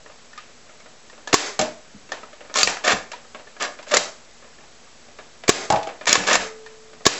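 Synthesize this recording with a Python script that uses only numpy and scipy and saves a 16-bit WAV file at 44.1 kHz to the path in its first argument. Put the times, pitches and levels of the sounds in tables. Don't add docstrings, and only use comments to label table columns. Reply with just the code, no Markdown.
import sys
import numpy as np
from scipy import signal
from scipy.fft import rfft, irfft
from scipy.io import wavfile

SR = 44100
rng = np.random.default_rng(int(sys.argv[2]) if len(sys.argv) > 2 else 0)


def volts_from_db(level):
    exponent = np.asarray(level, float) / 20
    return 10 ** exponent


def master(y):
    cut = np.clip(np.atleast_2d(y).T, -1, 1)
    pcm = np.round(cut * 32767)
    wavfile.write(sys.argv[1], SR, pcm.astype(np.int16))


N = 317079
T = np.arange(N) / SR

# pitch_hz, level_db, t60_s
SHELL_MODES = [(259, 4, 0.033), (490, 3, 0.0057), (621.7, -3, 0.064), (751, 6, 0.023), (1032, -6, 0.015),
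               (1259, -6, 0.097), (1440, 3, 0.011), (1820, 6.5, 0.022), (2310, 2.5, 0.027),
               (2780, 10.5, 0.0047), (3600, -1, 0.023), (4340, 1, 0.005), (6840, -46, 0.023),
               (7570, 13, 0.01)]
# start_s, peak_db, rattle_ms, pitch_hz
DART_HITS = [
    (1.591, -6.5, 5.6, 765),
    (5.7014, -8.5, 2.7, 785),
]
BOUNCE_S = 0.021


def band(x, lo, hi, order=2):
    return signal.sosfilt(signal.butter(order, [lo, hi], "band", fs=SR, output="sos"), x)


def unit(x):
    return x / np.sqrt(np.mean(x ** 2))


def add(track, s, sound):
    i = int(s * SR)
    sound = sound[..., :max(N - i, 0)]
    track[..., i:i + sound.shape[-1]] += sound


def ring(modes, length, spread_db=0., detune=0.):
    hz, db, t60 = np.transpose(modes)[:, :, None]
    chance = rng.standard_normal((2, len(modes), 1))
    t = np.arange(int(length * SR)) / SR
    decay = 1000. ** (-t / t60)
    wave = np.sin(2 * np.pi * hz * (1 + detune * chance[0]) * t) * decay
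    return np.sum(volts_from_db(db + spread_db * chance[1]) * wave, axis=0)


def contact(ms, size=2048):
    decay_s = abs(ms) * 0.0014 + 1e-4
    t = np.arange(size) / SR / decay_s
    return rng.standard_normal(size) * np.exp(-t) * np.minimum(t / 0.077, 1)


def knock(ms, modes, length):
    sound = signal.fftconvolve(contact(ms, size=12000), ring(modes, length))
    return sound / np.abs(sound).max()


def split(x):
    # low_hz, high_hz
    plastic_bands = [(300, 1000), (1000, 3500), (3500, 8500)]
    return np.array([(-1) ** k * band(x, lo, hi) for k, (lo, hi) in enumerate(plastic_bands)])


def duck_db(s):
    # start_s, depth_db, fall_s, recovery_s
    gain_dips = [
        (1.336, 20.5, 0.016, 0.14),
        (2.57, 5.5, 0.094, 0.035),
        (3.943, 4.5, 0.049, 0.068),
        (5.483, 19, 0.025, 0.14),
        (6.078, 17, 0.087, 0.19),
        (6.301, 7.5, 0.083, 0.054),
        (7.06, 13, 0.023, 0.1),
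    ]
    curves = [0 * s]
    for start, depth_db, fall, back in gain_dips:
        curves.append(np.interp(s, [start, start + fall, start + fall + back], [0, -depth_db, 0]))
    return np.min(curves, axis=0)


def clack(ms, hz, ring_db):
    force = contact(ms)
    struck = ring(SHELL_MODES, .04, spread_db=0.5, detune=0.044) + ring([(hz, ring_db, 0.05)], .04)
    near = split(unit(force) + volts_from_db(-4.0) * unit(signal.fftconvolve(force, struck)[:2048]))
    near = near / np.abs(near).max(axis=1, keepdims=True)
    even = split(irfft(np.exp(1j * np.angle(rfft(force))), 2048))
    match = np.std(near, axis=1, keepdims=True) / np.std(even, axis=1, keepdims=True)
    return np.array([near, even * match])


def strike(track, s, db, low_db, high_db, ms, hz, ring_db=7.5):
    levels_db = db - 7.0 - duck_db(s) + np.array([low_db, 0, high_db])
    add(track, s, volts_from_db(levels_db) @ clack(ms, hz, ring_db))


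def hiss():
    # frequency_hz, density_db (per Hz)
    noise_curve = [(15, -64), (25, -6.5), (96, -10), (120, -13.5), (152, -6.5), (208, -13.5), (240, -12),
                   (399, -8.5), (429, -6), (507, -6.5), (746, -9), (821, -11.5), (1180, -11), (2870, -14.5),
                   (7900, -14.5), (10300, -32.5), (17400, -120)]
    # pitch_hz, rms_db
    whine_tones = [(7854, -69), (7881, -70), (7822, -75)]
    hz, db = np.transpose(noise_curve)
    colour = volts_from_db(np.interp(np.log(np.fft.rfftfreq(N, 1 / SR) + 1), np.log(hz), db))
    noise = unit(irfft(rfft(rng.standard_normal(N)) * colour, N))
    hum_hz, width_hz = 234.8, 21.6
    hum = unit(band(rng.standard_normal(N), hum_hz - width_hz / 2, hum_hz + width_hz / 2))
    whine = sum(volts_from_db(db) * np.sqrt(2) * np.sin(2 * np.pi * hz * T) for hz, db in whine_tones)
    return volts_from_db(-49.5) * noise + volts_from_db(-63) * hum + whine


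def finger_taps():
    # start_s, peak_db
    grip_taps = [(0.0601, -29), (0.0981, -31.5), (.693, -33.5), (0.8582, -33.5), (1.1287, -32),
                 (1.1772, -31), (1.2938, -26.5), (2.0902, -28.5), (2.1297, -21.5), (2.329, -30),
                 (2.4058, -26.5), (2.4482, -33), (2.4968, -27.5), (3.3458, -21.5), (3.394, -31),
                 (3.788, -25), (3.8668, -25.5), (4.4235, -34.5), (4.441, -35), (4.585, -35.5),
                 (4.604, -36.5), (4.635, -38), (5.0839, -35), (5.1863, -26), (5.8884, -20), (6.0102, -21.5),
                 (6.9308, -31.5)]
    out = np.zeros((2, N))
    for s, db in grip_taps:
        strike(out, s, db, low_db=-2, high_db=-20.5, ms=8, hz=619)
    return out


def hall(x):
    # centre_hz, level_db, t60_s
    hall_bands = [(93, 1.5, 0.21), (245, 1, 0.32), (604, 1, 0.35), (1700, -3, 0.35), (3000, -4, 0.28),
                  (7400, -2.5, 0.32)]
    t = np.arange(SR // 2) / SR
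    tail = np.zeros(len(t))
    for hz, db, t60 in hall_bands:
        noise = band(rng.standard_normal(len(t)), hz / 1.6, hz * 1.48)
        tail += volts_from_db(db) * noise * 1000. ** (-t / t60)
    tail = tail * np.clip((t - .003) / 0.0056, 0, 1)
    return volts_from_db(-9.5) * signal.fftconvolve(x, tail / np.sqrt(np.sum(tail ** 2)))[:N]


def loose_ticks():
    # start_s, peak_db, lows_db, highs_db, pitch_hz
    tick_events = [(0.3313, -28.5, -24, -10, 1810), (.356, -35, -6, -16, 1850),
                   (0.3766, -18.5, -41, -11.5, 1230), (0.8007, -37, -4, 1, 2210),
                   (1.098, -32, -2, 2.5, 1890), (1.273, -17, -1.5, 0.5, 1740), (2.1186, -13, 0, -0.5, 1844),
                   (2.2313, -26, 2.5, -30, 1297), (3.1167, -19, -10, -1.5, 676),
                   (3.1315, -21, -3.5, -15, 980), (3.247, -34, -7, -19, 1260), (3.4694, -29, -6, -42, 1780),
                   (3.565, -30.5, -1, -25, 1680), (3.827, -29, -16, 0, 1010), (4.871, -37, -15, -10, 1240),
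                   (5.436, -19, -6.5, -32, 617), (5.759, -11, -5.5, -16, 632), (5.8287, -21, -11, 0, 800),
                   (5.8708, -19.5, 5.5, -4.5, 782), (6.6617, -25.5, -11, -9, 1840),
                   (7.0056, -35.5, 5, -13, 1230)]
    out = np.zeros((2, N))
    for s, db, low_db, high_db, hz in tick_events:
        strike(out, s, db, low_db, high_db, ms=4.65, hz=hz, ring_db=15)
    return out


def shots():
    # catch_s, catch_peak_db, catch_highs_db, plunger_travel_s, slam_peak_db
    shot_events = [
        (1.3297, 0, 2, 0.012, 6),
        (5.4802, -6, 5, 0.012, 6.5),
        (7.0547, -5.5, 6, .0095, 5.5),
    ]
    # lows_db, highs_db, rattle_ms, pitch_hz
    chatter = (-4, 8, 10, 1748)
    slam = (-9, 4.5, 2.5, 1137)
    rebound = (-6.5, 12, 10.5, 1749.5)
    out = np.zeros((2, N))
    for s, db, high_db, travel, slam_db in shot_events:
        strike(out, s - 0.0028, db - 13.5, *chatter)
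        strike(out, s, db, low_db=-4.5, high_db=high_db, ms=2.9, hz=700)
        strike(out, s + 0.006, -9.5, *chatter)
        strike(out, s + travel, slam_db, *slam)
        strike(out, s + travel + 0.0052, slam_db - 15.5, *rebound)
    return out


def air_thumps():
    # start_s, peak_db
    thump_events = [
        (1.3388, -1),
        (5.491, 2.5),
        (7.0644, -1.5),
    ]
    # pitch_hz, level_db, t60_s
    barrel_modes = [(413, 23.5, 0.031), (184, -34, 0.059), (70, -12.5, 0.029)]
    # pitch_hz, level_db, t60_s
    tube_modes = [(390, -43, .2), (404, -44, .3), (473, -47, .3)]
    out = np.zeros((2, N))
    thump = np.convolve(np.hanning(int(0.0019 * SR)), ring(barrel_modes, .06))
    thump = thump / np.abs(thump).max()
    send_db = np.array([[0], [-7]])
    for s, db in thump_events:
        add(out, s, -volts_from_db(db - duck_db(s) + send_db) * thump)
        add(out, s, volts_from_db(db - duck_db(s + 0.011)) * ring(tube_modes, .4, spread_db=-5.0, detune=0.023))
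    return out


def dart_slaps():
    out = np.zeros((2, N))
    for s, db, ms, hz in DART_HITS:
        for late, change_db in ((0, 0), (BOUNCE_S, -5.)):
            strike(out, s + late, db + change_db, low_db=-3, high_db=6, ms=ms, hz=hz)
    return out


def door_panels():
    # pitch_hz, level_db, t60_s
    panel_modes = [
        [(170, -18, 0.098), (245, -10, 0.12), (329, -1, 0.057), (470, -5, 0.097), (621, -2.5, 0.17),
         (690, -6, .14), (666, -14, 0.39), (740, -23, .07), (800, -14, 0.096), (858, -6, 0.1)],
        [(215, -18, 0.073), (333, -21, 0.074), (473, -10, 0.1), (653, -7.5, 0.15), (710, -18, 0.057),
         (785, -.7, 0.064), (838, 4.5, 0.06), (900, -7, 0.036), (804, -15.5, 0.37), (1120, -4, 0.027)],
    ]
    panel_peaks = (-16, -6)
    out = np.zeros((2, N))
    for (s, *_), db, modes in zip(DART_HITS, panel_peaks, panel_modes):
        add(out, s, volts_from_db(db) * knock(8.1, modes, .4))
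        add(out, s + BOUNCE_S, volts_from_db(db - 2) * knock(19.5, modes, .4))
    return out


def floor_bumps():
    # start_s, peak_db
    floor_jolts = [(1.597, -51), (2.629, -30), (2.677, -31.5), (2.929, -21.5), (3.967, -31.5), (5.708, -42),
                   (6.081, -25.5), (6.13, -39), (6.172, -24.5), (6.358, -26.5), (6.411, -54)]
    # pitch_hz, level_db, t60_s
    floor_modes = [(55, 5.5, 0.23), (87, 15, 0.031), (120, 3.8, 0.062), (187.0, 12.5, 0.072)]
    out = np.zeros((2, N))
    for s, db in floor_jolts:
        add(out, s, volts_from_db(db - duck_db(s)) * knock(9.2, floor_modes, .2))
    return out


def carpet_drops():
    # start_s, peak_db
    dart_drops = [
        (1.941, -35),
        (2.03, -49.5),
        (6.977, -55),
    ]
    # pitch_hz, level_db, t60_s
    carpet_modes = [(150, -5, .04), (205, 0, .05), (270, -2, .04)]
    out = np.zeros((2, N))
    for s, db in dart_drops:
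        add(out, s, volts_from_db(db) * knock(15, carpet_modes, .15))
    return out


def slide_pulls():
    # start_s, peak_db, highs_db, pitch_hz
    pull_clicks = [(2.5409, -18, 9.5, 1830), (2.5575, -4, 1.5, 1090), (2.5737, -11.5, 7, 2280),
                   (2.5862, -6, 10, 4600), (2.6196, -13.5, -12, 1730), (2.6307, -2, 10.5, 4680),
                   (2.673, -0.5, -4, 1206), (2.7697, -13.5, -13, 710), (3.6029, -39, -2, 1330),
                   (3.6114, -17, -6.5, 686), (3.6236, -15, 16, 580), (6.0563, -18, 7.5, 2190),
                   (6.0715, -3.5, -1.5, 1890), (6.0921, -12, 16.5, 5650), (6.1146, -17, -12, 1770),
                   (6.1196, -7, -0.5, 1876), (6.1281, 0.5, 12.5, 1804), (6.1544, 3, -4.5, 1110),
                   (6.2367, -12.5, -7.5, 538)]
    out = np.zeros((2, N))
    for s, db, high_db, hz in pull_clicks:
        strike(out, s, db, low_db=-8.5, high_db=high_db, ms=1.58, hz=hz)
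    return out


def slide_rub():
    # start_s, length_s, level_db, swell_db (over the stroke), highs_db
    rub_strokes = [
        (2.546, 0.068, -24, 7.2, 4.3),
        (2.836, 0.087, -17, 5, -7),
        (3.597, 0.055, -21.5, 1.2, -7.5),
        (3.869, 0.033, -43, 10, 2),
        (3.909, 0.06, -16.5, -5.5, -9),
        (6.065, 0.097, -13.5, -4.5, -0.5),
        (6.264, 0.086, -16.5, 2, -2.5),
    ]
    clicks_per_s = 5000
    clicks = rng.standard_normal(N) * (rng.random(N) < clicks_per_s / SR)
    clicks = clicks * volts_from_db(1.5 * rng.exponential(size=N))
    shell = signal.fftconvolve(clicks, ring(SHELL_MODES, .04))[:N]
    rub = split(unit(clicks) + volts_from_db(-7.) * unit(shell))
    low, middle, high = (unit(part) for part in rub)
    out = np.zeros(N)
    for s, length, db, swell_db, high_db in rub_strokes:
        fade = np.interp(T, [s, s + 0.0091, s + length, s + length + 0.019], [0, 1, 1, 0])
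        swell = volts_from_db(db - 8.0 + swell_db * np.clip((T - s) / length, 0, 1))
        out += fade * swell * (volts_from_db(-6) * low + middle + volts_from_db(high_db) * high)
    return out * volts_from_db(-duck_db(T))


def slide_pushes():
    # start_s, peak_db, highs_db, pitch_hz
    push_clicks = [(2.8474, -31.5, 25, 1660), (2.8759, -2.5, -2.5, 582), (2.903, -9.5, -5.5, 2170),
                   (2.919, -4.5, 0, 580), (3.9139, -18, 4.5, 550), (3.9385, 1, -2, 544),
                   (3.9434, -24, 26, 1720), (3.9615, -7, -3, 560), (3.9678, -2.5, 9.5, 2130),
                   (6.2733, -14, 4.5, 1280), (6.2844, -5, -15, 1720), (6.3102, -1.5, -28.5, 590),
                   (6.3288, -10, 12.5, 537), (6.3535, -1.5, 5, 1850)]
    out = np.zeros((2, N))
    for s, db, high_db, hz in push_clicks:
        strike(out, s, db, low_db=-5.5, high_db=high_db, ms=3.9, hz=hz)
    return out


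def slide_squeak():
    # start_s, length_s, pitch_hz
    squeak_event = (3.914, .028, 600)
    s, length, hz = squeak_event
    out = np.zeros((2, N))
    t = np.arange(int(length * SR)) / SR
    tone = np.sin(2 * np.pi * hz * t) + 0.5 * np.sin(4 * np.pi * hz * t)
    add(out, s, volts_from_db(-17) * np.sqrt(t / length) * tone)
    return out


def steel_spring():
    # pitch_hz, level_db, t60_s
    spring_modes = [(439, -36.5, 2.1)]
    out = np.zeros((2, N))
    add(out, 6.37, ring(spring_modes, 0.89))
    return out


def scene():
    clacks = finger_taps() + loose_ticks() + shots() + dart_slaps() + slide_pulls() + slide_pushes()
    thuds = air_thumps() + door_panels() + floor_bumps() + carpet_drops() + slide_squeak() + steel_spring()
    near, around = clacks + slide_rub() + band(thuds, 81, 4000)
    heard = signal.sosfilt(signal.butter(6, 8060, fs=SR, output="sos"), near + hall(around))
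    return (heard + hiss())[None]


def band_limit(x):
    return signal.sosfilt(signal.butter(12, 8050, fs=SR, output="sos"), x)


def record(dry):
    x = np.clip(dry * volts_from_db(duck_db(T)), -1.3, 1.3)
    x = signal.sosfilt(signal.ellip(10, .5, 80, 7830, fs=SR, output="sos"), x)
    mix = np.clip(x - 0.0033, -1, 1)
    return band_limit(mix)


dry = scene()
out = record(dry)
master(out)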